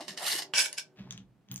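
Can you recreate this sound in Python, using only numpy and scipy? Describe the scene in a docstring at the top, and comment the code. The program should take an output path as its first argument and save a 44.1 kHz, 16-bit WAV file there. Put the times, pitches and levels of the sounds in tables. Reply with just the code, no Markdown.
"""A coin is dragged off a wooden table and pushed into a leather purse, close up in a small room.
A hand first brushes over the wood and lands on the coin with a knock. Stick-slip friction, a train of
tiny force pulses, drives the resonances of the wood and of the sliding contact. Short impacts make the
coin tick on the table edge and the zipper teeth, and it rings faintly in one high mode. The purse
rustles, bumps softly and shudders in the low modes of the table top."""
import sys
import numpy as np
from scipy import signal
from scipy.fft import rfft, irfft
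from scipy.io import wavfile

SR = 44100
rng = np.random.default_rng(int(sys.argv[2]) if len(sys.argv) > 2 else 0)


def to_wav(sig):
    """Store sig (one row per channel, or 1-D mono) as 16-bit WAV at the path in sys.argv[1].

    Samples outside -1..1 are clipped; the rate is SR.
    """
    pcm = np.clip(np.atleast_2d(sig), -1, 1) * 32767
    pcm = np.round(pcm).astype(np.int16)
    wavfile.write(sys.argv[1], SR, pcm.T)  # frames by channels


N = 70560
T = np.arange(N) / SR

# low modes of the table top: pitch_hz, level_db
TABLE_MODES = [(57, -10), (124, -2.5), (192, -2.5), (250, -12)]


def from_db(db):
    """Decibels to amplitude ratio."""
    return 10 ** (np.asarray(db) / 20)


def rms_one(x):
    """Normalise to unit power."""
    return x / np.sqrt(np.mean(x ** 2) + 1e-20)


def at_hz(points, hz):
    """Interpolate on a logarithmic frequency axis."""
    f, v = np.transpose(points)
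    return np.interp(np.log(np.maximum(hz, 1)), np.log(f), v)


def envelope(rows):
    """Amplitude envelope through (time_s, level_db) rows, silent outside them."""
    return from_db(np.interp(T, *np.transpose(rows), left=-200, right=-200))


def swell(peak_s, rise_s, fall_s):
    """Exponential growth and decay about a peak; times are per 20 dB."""
    return from_db(-20 * np.minimum(np.maximum((peak_s - T) / rise_s, (T - peak_s) / fall_s), 10))


def colour(x, spectrum):
    """Minimum-phase filter of unit power gain, built by folding the cepstrum."""
    size = 4096
    gain = rms_one(from_db(at_hz(spectrum, np.arange(size // 2 + 1) * SR / size)))
    cepstrum = irfft(np.log(gain))
    cepstrum[1:size // 2] *= 2
    cepstrum[size // 2 + 1:] = 0
    return signal.fftconvolve(x, irfft(np.exp(rfft(cepstrum))))[:N]


def resonate(x, hz, width_hz):
    """Forced response of a damped resonator with unit peak gain."""
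    r = np.exp(-np.pi * width_hz / SR)
    feedback = [1, -2 * r * np.cos(2 * np.pi * hz / SR), r * r]
    return signal.lfilter(np.array([1, 0, -1]) * (1 - r * r) / 2, feedback, x + 1e-18)


def band(x, hz, widths):
    """Two resonators in cascade; their bandwidths are fractions of the centre frequency."""
    return resonate(resonate(x, hz, widths[0] * hz), hz, widths[1] * hz)


def ring(start_s, hz, t60_s):
    """Free vibration of one mode: an exponentially damped sine."""
    age = np.maximum(T - start_s, 0)
    return np.sin(2 * np.pi * hz * age) * np.exp(-np.log(1000) * age / t60_s)


def stick_slip(per_s, spread_db):
    """Friction as shot noise: pulses of uneven size at random moments, with unit power."""
    sizes = from_db(spread_db * np.minimum(rng.exponential(1, N), 4)) * rng.choice([-1, 1], N)
    return rms_one(sizes * (rng.random(N) < per_s / SR))


def impact(start_s, decay_s):
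    """Contact force of unit energy: an impulse and a decaying burst of micro-slips."""
    age = np.arange(N) - int(start_s * SR)
    burst = (rng.standard_normal(N) + 2 * (age == 0)) * (age >= 0) * np.exp(-np.abs(age) / (decay_s * SR))
    return burst / np.sqrt(np.sum(burst ** 2))


def radiate(force, spectrum):
    """Each slip radiates its own way, which decorrelates the channels, most of all in the treble."""
    # side level relative to mid: frequency_hz, level_db
    sideways = [(100, -8), (1500, -7.5), (8000, -2.5), (11000, -2.5), (13000, 13.5)]
    mid = colour(force, spectrum)
    scattered = colour(force * rng.choice([-1, 1], N), spectrum)
    side_gain = np.sqrt(np.mean(from_db(at_hz(sideways, np.linspace(0, SR / 2, N))) ** 2))
    return mid + side_gain * colour(scattered, sideways) * np.array([[1], [-1]])


def wood(x, t60_s=0.03, ring_gain=.75):
    """The dense, irregular modes of the table top add an impulse response of decaying noise."""
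    t = T[:SR // 10]
    modes = rng.standard_normal(len(t)) * from_db(-60 * t / t60_s)
    ringing = signal.fftconvolve(x, modes[None] / np.sqrt(np.sum(modes ** 2)), axes=1)[:, :N]
    return (x + ring_gain * ringing) / np.hypot(1, ring_gain)


def at_purse(x, lag_s=.00009):
    """Time and level differences: sound from the purse arrives earlier and louder on the left."""
    return np.array([x * from_db(2.5), np.interp(T - lag_s, T, x)])


def wander(x, pitch_share=.007, rate_hz=14):
    """Frequency modulation: resonances drift as the contact point travels over the wood."""
    drift = rms_one(resonate(rng.standard_normal(N), rate_hz, rate_hz))
    delay = pitch_share * np.cumsum(drift) / SR
    return np.array([np.interp(T - delay, T, channel) for channel in x])


def air():
    """Ambient noise: a quiet, steady floor, strongest in the bass."""
    # noise spectrum: frequency_hz, level_db
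    spectrum = [(25, -42), (150, 12.5), (400, -0.5), (1000, -9), (16000, -35.5)]
    return from_db(-69) * radiate(rng.standard_normal(N), spectrum)


def room(x, build_s=0.0039):
    """Reverberation: a diffuse field decays in octave bands, faster and wider in the treble."""
    # reverberation time: frequency_hz, t60_s
    decay_times = [(550, 0.68), (1300, 0.15), (5000, 0.16), (12000, 0.089)]
    # strength of the tail: frequency_hz, level_db
    levels = [(150, -11), (600, -6.5), (12000, -10.5)]
    # stereo width: frequency_hz, side_to_mid_ratio
    widths = [(150, 0.21), (600, 0.12), (3000, 0.81)]
    t, tail = T[:SR * 3 // 4], 0
    for hz in 80 * 2. ** np.arange(8):
        shape = from_db(-60 * t / at_hz(decay_times, hz)) * (1 - np.exp(-t / build_s))
        octave = signal.butter(2, [hz / np.sqrt(2), hz * np.sqrt(2)], "band", fs=SR, output="sos")
        reflections = rng.standard_normal((2, len(t))) * shape / np.sqrt(np.sum(shape ** 2))
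        mid, side = signal.sosfilt(octave, reflections)
        tail += from_db(at_hz(levels, hz)) * (mid + at_hz(widths, hz) * side * np.array([[1], [-1]]))
    return signal.fftconvolve(x, tail, axes=1)[:, :N]


def low_hum():
    """Room modes: a faint, hollow hum of narrow low resonances in the room."""
    # noise that drives the hum: time_s, level_db
    drive_levels = [(0, -28), (.85, -38), (1.1, -42)]
    # long-ringing room modes: pitch_hz, level_db
    modes = [(160, -7.5), (303, -1), (378, 2), (495, -10), (603, -4)]
    drive = envelope(drive_levels) * rng.standard_normal(N)
    return sum(from_db(db) * resonate(drive, hz, width_hz=8) for hz, db in modes)


def purse(undertone_ratio=0.594, undertone_db=-21):
    """Leather rustles by friction; soft bumps sound two purse modes; its shudder drives the table's."""
    # rustle under the fingers: time_s, level_db
    rustle = [(.96, -72), (.99, -55.5), (1.06, -69.5), (1.14, -63.5), (1.2, -67.5), (1.28, -100),
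              (1.47, -87.5), (1.52, -58.5), (1.6, -73)]
    # spectrum of the leather: frequency_hz, level_db
    spectrum = [(200, 10.5), (1700, 13.5), (3500, 11), (6500, 0), (9000, -24), (15000, -11)]
    # bumps on the table: peak_s, level_db, pitch_hz
    contacts = [(1.009, -35, 195.6), (1.056, -41.5, 189.6), (1.102, -49, 122), (1.151, -40, 181.5),
                (1.198, -51, 120.6), (1.513, -39.5, 194), (1.554, -47.5, 168)]
    # shudder over the table: time_s, level_db
    shudder = [(.975, -72), (1.0, -49.5), (1.23, -55), (1.33, -64), (1.485, -74.5), (1.515, -46.5),
               (1.6, -54.5)]
    leather = at_purse(colour(envelope(rustle) * stick_slip(per_s=3400, spread_db=4.5), spectrum))
    bumps = 0
    for s, db, hz in contacts:
        phase = 2 * np.pi * hz * (T - s)
        tone = np.cos(phase) + from_db(undertone_db) * np.cos(undertone_ratio * phase)
        bumps += from_db(db) * swell(s, rise_s=.022, fall_s=.032) * tone
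    slips = rng.standard_normal(N)
    modes = sum(from_db(db) * rms_one(band(slips, hz, widths=(0.034, 1))) for hz, db in TABLE_MODES)
    return leather + bumps + envelope(shudder) * modes


def hand_brush():
    """Sliding friction of skin excites the wood in one long brush and several short scuffs."""
    # the long brush: time_s, level_db
    stroke = [(.165, -84.5), (.198, -47.5), (.248, -38), (.275, -32), (.33, -33), (.372, -38),
              (.392, -36.5), (.412, -54.5), (.47, -83)]
    # its spectrum: frequency_hz, level_db
    brush_spectrum = [(120, -43.5), (200, -11), (470, -23), (600, -7), (1500, 4), (8580, -0.5), (12200, -3),
                      (14500, -67.5)]
    # short scuffs: peak_s, level_db, rise_s, fall_s
    touches = [(.007, -48, 0.01, 0.089), (0.082, -38.5, .005, 0.056), (0.175, -38, 0.0046, 0.044),
               (0.422, -36, 0.0035, 0.021), (0.729, -46, 0.0049, 0.03)]
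    # their spectrum: frequency_hz, level_db
    scuff_spectrum = [(120, -31), (200, -19.5), (1230, -2.5), (2650, -1), (3310, -5), (5130, -0.5),
                      (11500, -17), (16000, -47)]
    brush = radiate(envelope(stroke) * stick_slip(per_s=3000, spread_db=3.5), brush_spectrum)
    scuffing = sum(from_db(db) * swell(s, rise, fall) for s, db, rise, fall in touches)
    scuffs = radiate(scuffing * stick_slip(per_s=9000, spread_db=7.0), scuff_spectrum)
    return wood(brush + scuffs)


def skin_catches():
    """Skin catches on the grain: sparse stick-slip pulses give gritty bands of treble."""
    # catches: peak_s, level_db, fall_s, centre_hz
    catches = [(0.255, -33.5, 0.0049, 2750), (0.266, -34.5, .05, 3830), (0.314, -30, .035, 4480),
               (0.389, -33, 0.032, 4900)]
    grit = stick_slip(per_s=890, spread_db=-1.0)
    return sum(from_db(db) * swell(s, .004, fall) * rms_one(band(grit, hz, widths=(0.38, 0.38)))
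               for s, db, fall, hz in catches)


def hand_rubs():
    """Dull rubs and bumps of the hand: band-limited noise carries a vague pitch."""
    # rubs: peak_s, level_db, rise_s, fall_s, centre_hz
    rubs = [(.008, -40, 0.026, 0.031, 668), (0.01, -48, 0.04, .12, 295), (0.11, -54.5, 0.084, 0.13, 189),
            (0.223, -39, 0.04, 0.084, 690), (.285, -45, 0.13, 0.021, 1260),
            (0.339, -40, 0.0059, 0.031, 329), (0.396, -46.5, 0.028, 0.033, 746),
            (1.072, -51.5, 0.008, 0.01, 887)]
    sound = 0
    for s, db, rise, fall, hz in rubs:
        friction = rms_one(band(rng.standard_normal(N), hz, widths=(0.28, 1)))
        sound += from_db(db) * swell(s, rise, fall) * friction
    return sound


def coin_ticks():
    """Brief metal impacts give broadband ticks; the loosely held coin vibrates freely in a high mode."""
    # impacts on the table edge and zipper teeth: start_s, level_db, pitch_hz
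    ticks = [(.729, -19.5, 9900), (1.1085, -17, 3376), (1.1243, -19, 5370), (1.1772, -24.5, 3320),
             (1.4872, -40.5, 3143), (1.5145, -19, 3220), (1.542, -29.5, 10200), (1.56, -18, 6240),
             (1.5786, -21.5, 7300)]
    # their broadband spectrum: frequency_hz, level_db
    spectrum = [(400, -21), (1400, -7), (3300, 2.5), (4700, 0.5), (6700, 9.5), (8500, -17), (12000, -22),
                (16000, -12.5)]
    # free rings of the coin: start_s, level_db
    rings = [(1.5142, -40), (1.5597, -47)]
    clicks = 0
    for s, db, hz in ticks:
        force = from_db(db) * impact(s, decay_s=.0005)
        clicks += 1.016 * colour(force, spectrum) + 3.2 * band(force, hz, widths=(.3, .3))
    ringing = sum(from_db(db) * ring(s, hz=14940, t60_s=0.12) for s, db in rings)
    waver = rms_one(resonate(rng.standard_normal(N), hz=60, width_hz=120))
    return at_purse(clicks + ringing * (1 + .5 * waver))


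def coin_drag(crossover_hz=6500):
    """The fingers' impact, then stick-slip friction, excite the contact resonances of coin on wood."""
    # effort of the drag: time_s, level_db
    effort = [(.53, -68.5), (.538, -30), (.564, -26.5), (.577, -25.5), (.596, -23.5), (.614, -25.5),
              (.642, -37), (.66, -32.5), (.675, -49.5), (.72, -58.5)]
    # spectrum of the scrape: frequency_hz, level_db
    scrape_spectrum = [(150, -34.5), (566, -10.5), (1340, -9.5), (1530, -2.5), (4490, -1), (9820, -7),
                       (12400, -15), (16000, -111)]
    # gain above the crossover: time_s, gain_db
    treble = [(.55, -8.5), (.59, 3), (.67, 3)]
    # the fingers land on the coin: start_s, level_db
    landings = [(.537, -3.5)]
    # spectrum of that knock: frequency_hz, level_db
    knock_spectrum = [(120, -23.5), (300, 1), (800, 3), (2500, 9.5), (5500, -1), (11000, -31),
                      (14000, -62.5)]
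    # resonances of the coin pressed on the wood: pitch_hz, width_hz, level_db
    contact_modes = [(1554, 89, -2), (2320, 50, -0.5), (2634, 140, 1.5), (3890, 84, 0.5), (4336, 170, 4),
                     (5140, 290, 3.5)]
    edge_slip = from_db(-32.5) * swell(peak_s=.783, rise_s=.012, fall_s=.026)
    friction = (envelope(effort) + edge_slip) * stick_slip(per_s=3500, spread_db=2.5)
    scrape = radiate(friction, scrape_spectrum)
    crossover = (signal.butter(2, crossover_hz, kind, fs=SR, output="sos") for kind in ("low", "high"))
    low, high = (signal.sosfilt(np.tile(sos, (2, 1)), scrape) for sos in crossover)
    scrape = low + high * from_db(np.interp(T, *np.transpose(treble)))
    knock = radiate(sum(from_db(db) * impact(s, decay_s=.0016) for s, db in landings), knock_spectrum)
    # the knock also wakes the table's low modes, all but the deepest
    thud = sum(from_db(db - 42.5) * ring(s, hz, t60_s=0.068)
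               for s, _ in landings for hz, db in TABLE_MODES[1:])
    contact = wood(scrape) + knock
    resonances = sum(from_db(db) * resonate(contact, hz, width) for hz, width, db in contact_modes)
    return 0.74 * contact + wander(resonances) + resonate(thud, hz=200, width_hz=150)


def scene():
    """Superposition of direct sound, reverberation and ambient noise, balanced slightly to the right."""
    hand = hand_brush() + skin_catches() + hand_rubs()
    sources = hand + coin_drag() + coin_ticks() + purse() + low_hum()
    return (sources + room(sources) + air()) * from_db([[-.4], [.4]])


def record(dry, low_cut_hz=50, stopband_hz=17000):
    """Band limiting: the microphone loses the deep bass, and the top is cut steeply."""
    x = signal.sosfilt(signal.butter(2, low_cut_hz, "high", fs=SR, output="sos"), dry)
    return signal.sosfilt(signal.cheby2(14, 70, stopband_hz, fs=SR, output="sos"), x)


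dry = scene()
out = record(dry)
to_wav(out)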